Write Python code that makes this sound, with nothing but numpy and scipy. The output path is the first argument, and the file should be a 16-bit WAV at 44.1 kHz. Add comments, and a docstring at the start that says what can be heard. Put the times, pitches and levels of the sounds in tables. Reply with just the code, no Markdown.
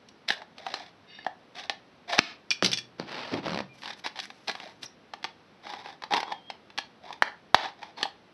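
"""Cutting up a plastic bottle

A utility knife slits a thin bottle and is laid on a cloth-covered table; a hand drags, scissors cut on.
The wall crackles under the blades, snaps, and now and then buckles with a loud, hollow pop.
Steel clinks and squeaks, fingers brush the plastic, and a small room answers.
The close microphone ducks after loud pops and has a rippled, dull treble."""
import sys
import numpy as np
from scipy import signal
from scipy.fft import rfft, irfft, next_fast_len
from scipy.io import wavfile
from scipy.ndimage import map_coordinates

SR = 44100
rng = np.random.default_rng(int(sys.argv[2]) if len(sys.argv) > 2 else 0)


def master_out(mix):
    """Clip the mix to full scale and print it as 16-bit PCM to the path in sys.argv[1]."""
    frames = np.transpose(np.atleast_2d(mix))
    ceiling = np.clip(frames, -1, 1)
    pcm = np.round(ceiling * 32767).astype(np.int16)
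    wavfile.write(sys.argv[1], SR, pcm)


N = 367353
TIME = np.arange(N) / SR
AGE = TIME[:SR // 3]  # seconds into a one-shot


def amp(db):
    """Decibels to gain."""
    return 10 ** (np.asarray(db) / 20)


def unit(x):
    """Normalise to rms 1."""
    return x / np.sqrt(np.mean(x ** 2) + 1e-20)


def along(points, hz):
    """Read (frequency, value) breakpoints on a log axis."""
    f, v = np.transpose(points)
    return np.interp(np.log(hz + 1), np.log(f), v)


def filtered(x, response):
    """EQ with a complex response of frequency."""
    size = next_fast_len(len(x) + 8192)
    return irfft(rfft(x, size) * response(np.fft.rfftfreq(size, 1 / SR)), size)[:len(x)]


def noise(spectrum, size=N):
    """Coloured noise at rms 1."""
    return unit(filtered(rng.standard_normal(size), lambda hz: amp(along(spectrum, hz))))


def resonate(x, peaks):
    """A resonator bank of alternating polarity, output at rms 1."""
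    def response(f):
        return sum((-1) ** k * amp(db) * 1j * f * width / (hz * hz - f * f + 1j * f * width)
                   for k, (hz, width, db) in enumerate(peaks))
    return unit(filtered(x, response))


def wobble(rate):
    """A smooth random modulator, rate knots a second."""
    return map_coordinates(rng.standard_normal(int(N * rate / SR) + 4), [TIME * rate], order=2)


def ring(modes, scatter_db, detune):
    """Damped modes with fresh level, tuning and polarity on every hit."""
    out = np.zeros(len(AGE))
    for hz, db, t60 in modes:
        strength, drift, polarity = rng.standard_normal(3)
        decay = amp(db + scatter_db * strength - 60 * AGE / t60)
        out += np.sign(polarity) * decay * np.sin(2 * np.pi * hz * (1 + detune * drift) * AGE)
    return out


def pressure(strokes, peak_share):
    """Envelope: each (start, length, level) stroke swells until peak_share of its length, then lets go."""
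    out = np.zeros(N)
    for start, length, db in strokes:
        span = slice(round(start * SR), round((start + length) * SR))
        progress = np.interp((TIME[span] - start) / length, [0, peak_share, 1], [0, .5, 1])
        out[span] += amp(db) * np.sin(np.pi * progress)
    return out


def add(track, s, sound):
    """Drop a one-shot in at s seconds."""
    part = track[round(s * SR):][:len(sound)]
    part += sound[:len(part)]


LIFT_S, LIFTED_TUNING = 2.4, 1.054
def tuning_at(s):
    """Pitch factor of the hollow modes: they ring higher once the slit bottle is lifted."""
    return LIFTED_TUNING if s > LIFT_S else 1


# bottle modes: f/Hz, level/dB, ring time factor
WALL_MODES = [(292, -27, 0.74), (690, -11, 3.6), (775, -0.5, 2.2), (873, -4, 1.8), (1170, 0, 1.2),
              (1730, 1, 1.7), (2113, 5, 0.7), (2698, 2.5, 0.9), (3400, 6, 0.8), (4150, 5.5, 0.8),
              (4750, 4, 0.5), (5350, -3, 0.55)]
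# colour of a crack's noise burst: f/Hz, level/dB
CRACK_EQ = [(40, -36), (130, -18), (300, 4), (800, -6), (2000, 7), (4200, 7), (6000, -1), (12000, -6.5)]
def wall_snap(body_db, t60, crack_db, tuning, neutral_db=-14, hollow_top_hz=1000):
    """A crack rings the bottle; the further the wall moves, the hollower and duller it sounds."""
    def tilt_db(hz):
        return (body_db - neutral_db) * along([(350, 0.22), (800, 1), (1700, 0.24), (4200, -0.23)], hz)
    modes = [(hz * (tuning if hz < hollow_top_hz else 1), db + tilt_db(hz), t60 * ringing)
             for hz, db, ringing in WALL_MODES]
    tone = ring(modes, scatter_db=2.0, detune=0.045)
    burst = noise(CRACK_EQ, size=len(AGE)) * amp(-60 * AGE / (1.91 * t60))
    attack = 1 - np.exp(-AGE / 0.00061)  # the crack takes a moment to run
    return attack * (0.34 * tone + amp(crack_db) * filtered(burst, lambda hz: amp(tilt_db(hz))))


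# the wall cracks at the blade: t/s, level/dB, hollow body/dB
SNAP_CUES = [(0.087, -40.5, -49), (0.286, -15.5, -30), (0.418, -34, 0.5), (0.582, -31, -13),
             (0.6654, -23.5, 1.5), (0.74, -16, -13.5), (1.247, -36.5, -8), (2.132, -18, -5),
             (3.82, -35, -19), (3.834, -30, -9), (3.857, -25.5, -13), (4.062, -20, -8), (4.19, -22, -15),
             (4.2, -24, -36), (4.302, -31.5, -8), (4.481, -18.5, -23), (4.513, -27, -29),
             (4.552, -26.5, -6.5), (4.6, -28.5, -7.5), (4.831, -28.5, -42), (5.136, -25, -6),
             (5.228, -35, -18), (5.247, -20.5, -8), (5.668, -32, 0), (5.7, -30, -11), (5.736, -28, 1),
             (5.859, -31, -1), (6.021, -30, -1.5), (6.037, -24, -6.5), (6.137, -14, -18),
             (6.166, -19.5, -13), (6.203, -17.5, -13), (6.23, -23.5, 0), (6.321, -22, -3),
             (6.501, -24.5, -6), (6.702, -38.5, -5.5), (6.777, -20, -17.5), (6.785, -14.5, -9.5),
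             (7.105, -35, 6.5), (7.127, -27, -15), (7.829, -27.5, -1), (8.011, -31, 2), (8.029, -10, -17),
             (8.054, -30, 9)]
def snaps(gain_db=-3.5):
    """Tight snaps as the bottle wall suddenly lets go."""
    out = np.zeros(N)
    for s, db, body_db in SNAP_CUES:
        snap = wall_snap(body_db, t60=0.014, crack_db=-2.0, tuning=tuning_at(s))
        add(out, s, amp(db + gain_db) * snap)
    return out


def crackling(rate, body_db, spots=6):
    """Tiny random cracks from several spots on the wall, each with a ring of its own."""
    out = np.zeros(N)
    for _ in range(spots):
        cracks = (rng.random(N) < rate / spots / SR) * np.tanh(rng.standard_normal(N))
        snap = wall_snap(body_db, t60=0.028, crack_db=-2.5, tuning=LIFTED_TUNING)
        out += signal.fftconvolve(cracks, snap)[:N]
    return unit(out)


# bright bite of a scrape: f/Hz, width/Hz, level/dB
EDGE_PEAKS = [(1753, 570, 1), (2410, 260, 0.5), (3400, 480, 1), (3820, 530, 2), (4950, 750, -5.5)]
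def scrape(strokes, body, tear_rate, body_db, edge_db, fizz_db, crackle_db, peak_share,
           crackle_rate=55, crack_body_db=-15.5):
    """A blade advances by clumps of tiny, uneven tears that ring the wall; now and then one cracks."""
    tears = (rng.random(N) < tear_rate / SR) * rng.standard_normal(N)
    drive = (unit(tears) + 0.47 * rng.standard_normal(N)) * amp(3 * wobble(110))
    warped_time = TIME + .004 * wobble(16)  # the flexing wall bends its resonances
    hollow = amp(body_db) * np.interp(warped_time, TIME, resonate(drive, body))
    edge = amp(edge_db) * resonate(drive, EDGE_PEAKS)
    fizz = amp(fizz_db) * resonate(drive, [(5400, 2600, 0.015), (12500, 4900, 0.0076)])
    crackle = amp(crackle_db) * crackling(crackle_rate, crack_body_db)
    force = pressure([(s, length, db) for s, length, db, _ in strokes], peak_share)
    flex = pressure([(s, length, db + hollow_db) for s, length, db, hollow_db in strokes], peak_share)
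    skim = pressure([(s, length, db - hollow_db) for s, length, db, hollow_db in strokes], peak_share)
    return force * (edge + crackle) + flex * hollow + skim * fizz  # a light touch only hisses


# pushes along the slit: t/s, length/s, level/dB, hollowness/dB
KNIFE_CUES = [(.277, 0.033, -32.5, -4), (.295, 0.055, -40.5, -9), (.34, 0.11, -55, 9.5),
              (.56, 0.36, -46.5, 0.5), (1.54, 0.14, -44, -1.5), (2.075, .15, -34.5, 1.5),
              (2.18, 0.01, -22, 3)]
# body of the closed bottle: f/Hz, width/Hz, level/dB
CLOSED_BOTTLE = [(291.4, 93, -17), (710, 78, 8), (1110, 160, -8.5)]
def knife_slitting():
    """The knife tears through the closed bottle with a fine-grained rasp."""
    return scrape(KNIFE_CUES, CLOSED_BOTTLE, tear_rate=2000, peak_share=0.42,
                  body_db=-2.5, edge_db=-2, fizz_db=-18.0, crackle_db=-5.0)


def swing(hz, q):
    """One heavily damped swing, peak 1."""
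    resonator = signal.iirpeak(hz, max(q, .6), fs=SR)
    impulse = 1. * (AGE == 0)
    motion = signal.lfilter(*resonator, signal.lfilter(*resonator, impulse))
    return motion / np.abs(motion).max()


# panel pops: t/s, level/dB, centre/Hz, skirt/(dB/octave), thump/dB, cavity/dB, ring time factor
BUCKLE_CUES = [(0.3043, -9, 2070, 19, -25, -25, 1.5), (1.188, -38, 1750, 22, -36, -8, 2.8),
               (1.2652, -22.5, 1490, 20, -11, 4, 1.7), (1.6969, -10.5, 2750, 8.5, -37, -25, 0.65),
               (2.1906, 13, 2755, 6.4, -16.5, -47, 0.54), (5.243, -15.5, 2270, 21, -34, -15.5, 0.33),
               (6.1366, -10, 3100, 7.1, -22, -6, 2.3), (7.2228, 1.5, 1360, 30, -35, -18, 1.15),
               (7.5453, 8.5, 940, 6.2, -23, -10, 1.25), (7.5485, 9.5, 2300, 8.4, -30.5, -29, 0.87)]
# swings of a flipping panel: f/Hz, level/dB, Q
PANEL_MODES = [(920, 5.5, 0.97), (1770, 2.5, 3.6), (3440, 13.5, 1.47)]
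def buckles(shudder_db=-15):
    """A panel turns inside out, rings the hollow and shakes the wall; a small panel pops higher."""
    out = np.zeros(N)
    for s, db, centre_hz, skirt_db, thump_db, cavity_db, ringing in BUCKLE_CUES:
        pop = np.zeros(len(AGE))
        for k, (hz, mode_db, q) in enumerate(PANEL_MODES):
            weight = amp(mode_db - skirt_db * abs(np.log2(hz / centre_hz)))
            pop += (-1) ** k * weight * swing(hz, q * ringing)
        thump = amp(thump_db) * swing(hz=268, q=0.99)  # the whole bottle jerks
        crease_click = amp(-7.5) * swing(hz=10100, q=0.6)
        cavity = amp(cavity_db) * swing(hz=760 * tuning_at(s), q=3.6)
        shudder = amp(shudder_db) * wall_snap(body_db=-8.5, t60=0.017, crack_db=1.5, tuning=tuning_at(s))
        add(out, s, amp(db) * (pop / np.abs(pop).max() + thump + crease_click + cavity + shudder))
    return out


# partials of the singing knife: f/Hz, level/dB
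SING_PARTIALS = [(1717, -4), (2121, -2), (2568, -3), (2875, 0), (3680, 3), (3978, -8), (4580, -1),
                 (5560, -8.5)]
def knife_singing(start_s=1.063, length_s=0.21, level_db=-50.5, width_hz=42):
    """The knife sticks and slips in the slit: one thin, scratchy tone."""
    friction = rng.standard_normal(N) * amp(wobble(91))
    tone = resonate(friction, [(hz, width_hz, db) for hz, db in SING_PARTIALS])
    rasp = amp(2.2 * wobble(240))
    return pressure([(start_s, length_s, level_db)], peak_share=0.42) * unit(tone * rasp)


# the knife settles on the table: t/s, level/dB, centre/Hz, skirt/(dB/octave), chatter/dB
CLINK_CUES = [(2.5058, -9, 5100, 12, -5.5), (2.513, -10, 2510, 28, -2), (2.6315, -17, 4650, 5, 5),
              (2.6453, -5, 4670, 13.5, 3.5), (2.6617, -6, 4500, 31, -2), (2.717, -19, 5200, 12, 5),
              (2.7309, -11.5, 3400, 42, -2.5), (2.734, -10, 6260, 6, -3), (2.774, -14, 5240, 10, -6),
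              (2.786, -16.5, 4860, -1, -8)]
# steel handle modes: f/Hz, level/dB, t60/s
HANDLE_MODES = [(1830, -5, 0.11), (2380, 0, 0.085), (2850, -7, 0.09), (3410, 1, 0.11), (4400, -3, 0.07),
                (4650, 0, 0.05), (4990, -4, 0.06), (5480, -1, 0.065), (5950, -3, 0.04), (6280, -2, 0.035),
                (7700, -8, 0.09), (9100, -3, 0.06), (10850, -6, 0.033)]
def knife_down(gain_db=-6, chatter_t60=0.054):
    """The handle rings, each contact favouring other modes, while the loose blade chatters inside."""
    out = np.zeros(N)
    cloth_damping = .25 + amp(-60 * AGE / .05)
    for s, db, centre_hz, skirt_db, chatter_db in CLINK_CUES:
        modes = [(hz, mode_db - skirt_db * abs(np.log2(hz / centre_hz)), t60)
                 for hz, mode_db, t60 in HANDLE_MODES]
        tone = ring(modes, scatter_db=2.5, detune=.008) * cloth_damping
        chatter = noise([(800, -16.5), (2500, 2), (5000, 1.5), (12000, -8)], size=len(AGE))
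        chatter *= amp(chatter_db - 60 * AGE / chatter_t60)
        add(out, s, amp(db + gain_db) * (1.16 * tone / np.abs(tone).max() + 0.53 * chatter))
    return out


# table top modes: f/Hz, level/dB, t60/s
TABLE_MODES = [(129.6, -19.5, 0.68), (187.7, -6, 0.27), (226, -9.5, 0.13), (320, 3, 0.034),
               (554, 10.5, 0.012)]
# colour of the cloth: f/Hz, level/dB
CLOTH_EQ = [(30, -35), (250, -15), (600, 4.5), (1500, -0.5), (2600, -2), (4700, -5.5), (6200, -17),
            (12000, -23)]
def knock(tap_db, thud_db, tap_t60, tap_trim_db=-9):
    """A soft tap on the cloth over the thud of the table top."""
    tap = noise(CLOTH_EQ, size=len(AGE)) * amp(-60 * AGE / tap_t60)
    thud = ring(TABLE_MODES, scatter_db=1.5, detune=0.05)
    return amp(tap_db + tap_trim_db) * tap + amp(thud_db) * thud


# landings on the table: t/s, tap/dB, thud/dB
BUMP_CUES = [(2.625, -3.5, -21), (2.998, -13, -32.5), (3.34, -15, -29)]
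# low end of the table: f/Hz, level/dB
RUMBLE_EQ = [(40, -30), (90, -8), (190, 1), (320, 2.5), (500, -5), (900, -9), (3000, -50.5)]
def table_bumps(shake_db=-8.5, shake_t60=0.34):
    """A hand or tool lands on the padded table, which rumbles on under the thud."""
    out = np.zeros(N)
    for s, tap_db, thud_db in BUMP_CUES:
        shake = noise(RUMBLE_EQ, size=len(AGE)) * amp(thud_db + shake_db - 60 * AGE / shake_t60)
        add(out, s, knock(tap_db, thud_db, tap_t60=0.01) + shake)
    return out


# moves across the cloth: t/s, length/s, rumble/dB, rub/dB
DRAG_CUES = [(2.982, 0.081, -46.5, -45.5), (3.055, 0.37, -48.5, -38.5), (3.311, 0.11, -34, -43),
             (3.416, 0.18, -43, -42.5)]
def cloth_drags(peak_share=0.23):
    """A hand or sleeve catches on the weave and sets the table rumbling."""
    rumble = noise(RUMBLE_EQ)
    rub = unit(noise(CLOTH_EQ) * amp(3 * wobble(250)))
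    rumble_swell = pressure([(s, length, db) for s, length, db, _ in DRAG_CUES], peak_share)
    rub_swell = pressure([(s, length, db) for s, length, _, db in DRAG_CUES], peak_share)
    return rumble_swell * rumble + rub_swell * rub


def hand_judder(start_s=3.457, first_gap_s=0.0114, slowing=1.03, slips=12):
    """The dragged hand sticks and slips to a stop in a slowing run of knocks."""
    out = np.zeros(N)
    for slip in range(slips):
        gaps = np.sum(slowing ** np.arange(slip)) + .12 * rng.standard_normal()
        grip = amp(rng.normal(0, 1.5))
        add(out, start_s + first_gap_s * gaps, grip * knock(tap_db=-18.5, thud_db=-36.5, tap_t60=0.023))
    return out


# one breakpoint curve per squeak: t/s, f/Hz, level/dB
SQUEAK_CURVES = [
    [(3.69, 2380, -59), (3.725, 2404, -54), (3.8, 2300, -73)],
    [(4.85, 6600, -56), (4.862, 5700, -35.5), (4.869, 4840, -51)],
    [(6.21, 3200, -62), (6.29, 3380, -49), (6.36, 3230, -50.5), (6.43, 3160, -64), (6.49, 3240, -49),
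     (6.57, 2950, -67)],
]
def blade_squeaks():
    """Steel sticks and slips in thin, wavering glides."""
    out = np.zeros(N)
    for curve in SQUEAK_CURVES:
        s, hz, db = np.transpose(curve)
        pitch = np.interp(TIME, s, hz) * (1 + 0.008 * wobble(45))
        envelope = amp(np.interp(TIME, s, db, left=-np.inf, right=-np.inf))
        out += envelope * np.sin(2 * np.pi * np.cumsum(pitch) / SR)
    return out


# faint sliding hiss: t/s, length/s, level/dB
SLIDE_CUES = [(3.72, 0.14, -53), (3.962, 0.043, -44), (4.0, 0.83, -58), (4.81, 0.048, -39)]
# colour of the hiss: f/Hz, level/dB
HISS_EQ = [(600, -1), (5000, -0.5), (11000, -1.5)]
def airy_slides():
    """A faint, airy, uneven hiss slides along under the handling."""
    return pressure(SLIDE_CUES, peak_share=0.71) * unit(noise(HISS_EQ) * amp(2.5 * wobble(70)))


# handling noise: t/s, length/s, level/dB, hollowness/dB
BRUSH_CUES = [(3.815, 0.14, -46, -0.5), (4.036, 0.05, -36, -1.5), (4.15, 0.056, -45.5, 5.5),
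              (4.215, 0.053, -45.5, -17), (4.472, 0.041, -34.5, 4.5), (4.56, 0.18, -52, 6.5)]
# body of the slit bottle: f/Hz, width/Hz, level/dB
OPEN_BOTTLE = [(319, 175, -13.5), (808, 130, 0.5), (960, 230, -5)]
def brushes():
    """Fingers and blades brush the bottle as it is turned."""
    return scrape(BRUSH_CUES, OPEN_BOTTLE, tear_rate=800, peak_share=0.44,
                  body_db=-4.5, edge_db=0.0, fizz_db=-18.5, crackle_db=-2)


# scissor bites: t/s, length/s, level/dB, hollowness/dB
CUT_CUES = [(5.62, 0.26, -45, -2), (5.84, 0.13, -48, -3), (6.105, 0.11, -29.5, 0.5), (6.26, 0.097, -48, 6),
            (7.02, 0.18, -51, 1.5), (7.56, 0.15, -35.5, 0.5), (7.77, 0.17, -53, -1.5),
            (7.965, 0.11, -42, -0.5)]
def scissor_cuts():
    """The scissors close on the wall with a coarse, hollow crunch."""
    return scrape(CUT_CUES, OPEN_BOTTLE, tear_rate=600, peak_share=0.28, body_db=1.0, edge_db=-3,
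                  fizz_db=-21.5, crackle_db=-5, crackle_rate=95, crack_body_db=-5.5)


# blade slides over blade: t/s, length/s, level/dB
SHEAR_CUES = [(6.79, 0.084, -58), (7.96, 0.072, -53)]
# scissor blade resonances: f/Hz, width/Hz, level/dB
BLADE_PEAKS = [(4270, 150, 1), (4680, 260, -7)]
def scissor_shears():
    """Steel rubs on steel and sets the blades ringing."""
    return pressure(SHEAR_CUES, peak_share=0.31) * resonate(rng.standard_normal(N), BLADE_PEAKS)


# reverb decay: f/Hz, t60/s
ROOM_DECAY = [(150, 0.15), (800, 0.27), (4000, 0.24), (10000, 0.2)]
def room(x, build_s=0.0032):
    """A diffuse tail builds over the first reflections; each band dies at its own speed."""
    hz, t, bands = signal.stft(rng.standard_normal(SR // 2), SR, nperseg=256)
    colour_db = along([(150, 2.0), (900, 2.0), (4500, 2.5), (10000, 0.5)], hz)[:, None]
    decay = amp(colour_db - 60 * t / along(ROOM_DECAY, hz)[:, None])
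    _, tail = signal.istft(bands * decay * (1 - np.exp(-t / build_s)), SR, nperseg=256)
    return signal.oaconvolve(x, tail / np.linalg.norm(tail))[:N]


def shifting_reverb(x, stretches=17):
    """Each stretch gets a fresh tail: the room's fine pattern shifts as hands and bottle move."""
    stretch = np.arange(N) * stretches // N
    return sum(room(x * (stretch == k)) for k in range(stretches))


# room tone: f/Hz, level/dB
ROOM_TONE_EQ = [(25, -3.5), (130, -5), (200, 0.5), (350, -2.5), (800, -7), (4000, -18), (6000, -25.5),
                (11000, -25)]
def scene():
    """Mono mix: bottle, table and tools up close, over light reverb and quiet room tone."""
    close = snaps() + buckles() + knife_slitting() + brushes() + scissor_cuts()
    close += knife_down() + cloth_drags() + table_bumps() + hand_judder()
    close += knife_singing() + blade_squeaks() + scissor_shears() + airy_slides()
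    return (close + amp(-12.5) * shifting_reverb(close) + amp(-57.5) * noise(ROOM_TONE_EQ))[None]


def gain_control(x, threshold_db=-9, release_db_per_s=190, attack_s=0.0021):
    """The gain ducks fast on a loud peak and climbs back steadily, holding up the room's tail."""
    over_db = np.maximum(20 * np.log10(np.abs(x) + 1e-9) - threshold_db, 0)
    recovery_db = release_db_per_s * TIME
    held_db = np.maximum.accumulate(over_db + recovery_db) - recovery_db
    pole = np.exp(-1 / (attack_s * SR))
    return x * amp(-signal.lfilter([1 - pole], [1, -pole], held_db))


# the microphone's rippled treble: f/Hz, level/dB
MIC_EQ = [(5800, 0.5), (6500, -7.5), (7000, -23.5), (7400, -10.5), (8000, -11), (8500, -24.5), (9100, -13),
          (10000, -23.5), (10500, -12), (11400, -13), (12100, -38.5), (12800, -24.5), (13600, -39)]
def record(dry, ceiling=.78, low_cut_hz=85, top_hz=14900):
    """Microphone chain: ducking, soft clip, low cut, rippled treble and band limit."""
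    x = gain_control(dry[0])
    x = x / (1 + (x / ceiling) ** 6) ** (1 / 6)
    x = signal.sosfilt(signal.butter(3, low_cut_hz, "high", fs=SR, output="sos"), x)
    return filtered(x, lambda hz: amp(along(MIC_EQ, hz)) * (hz < top_hz))[None]


dry = scene()
out = record(dry)
master_out(out)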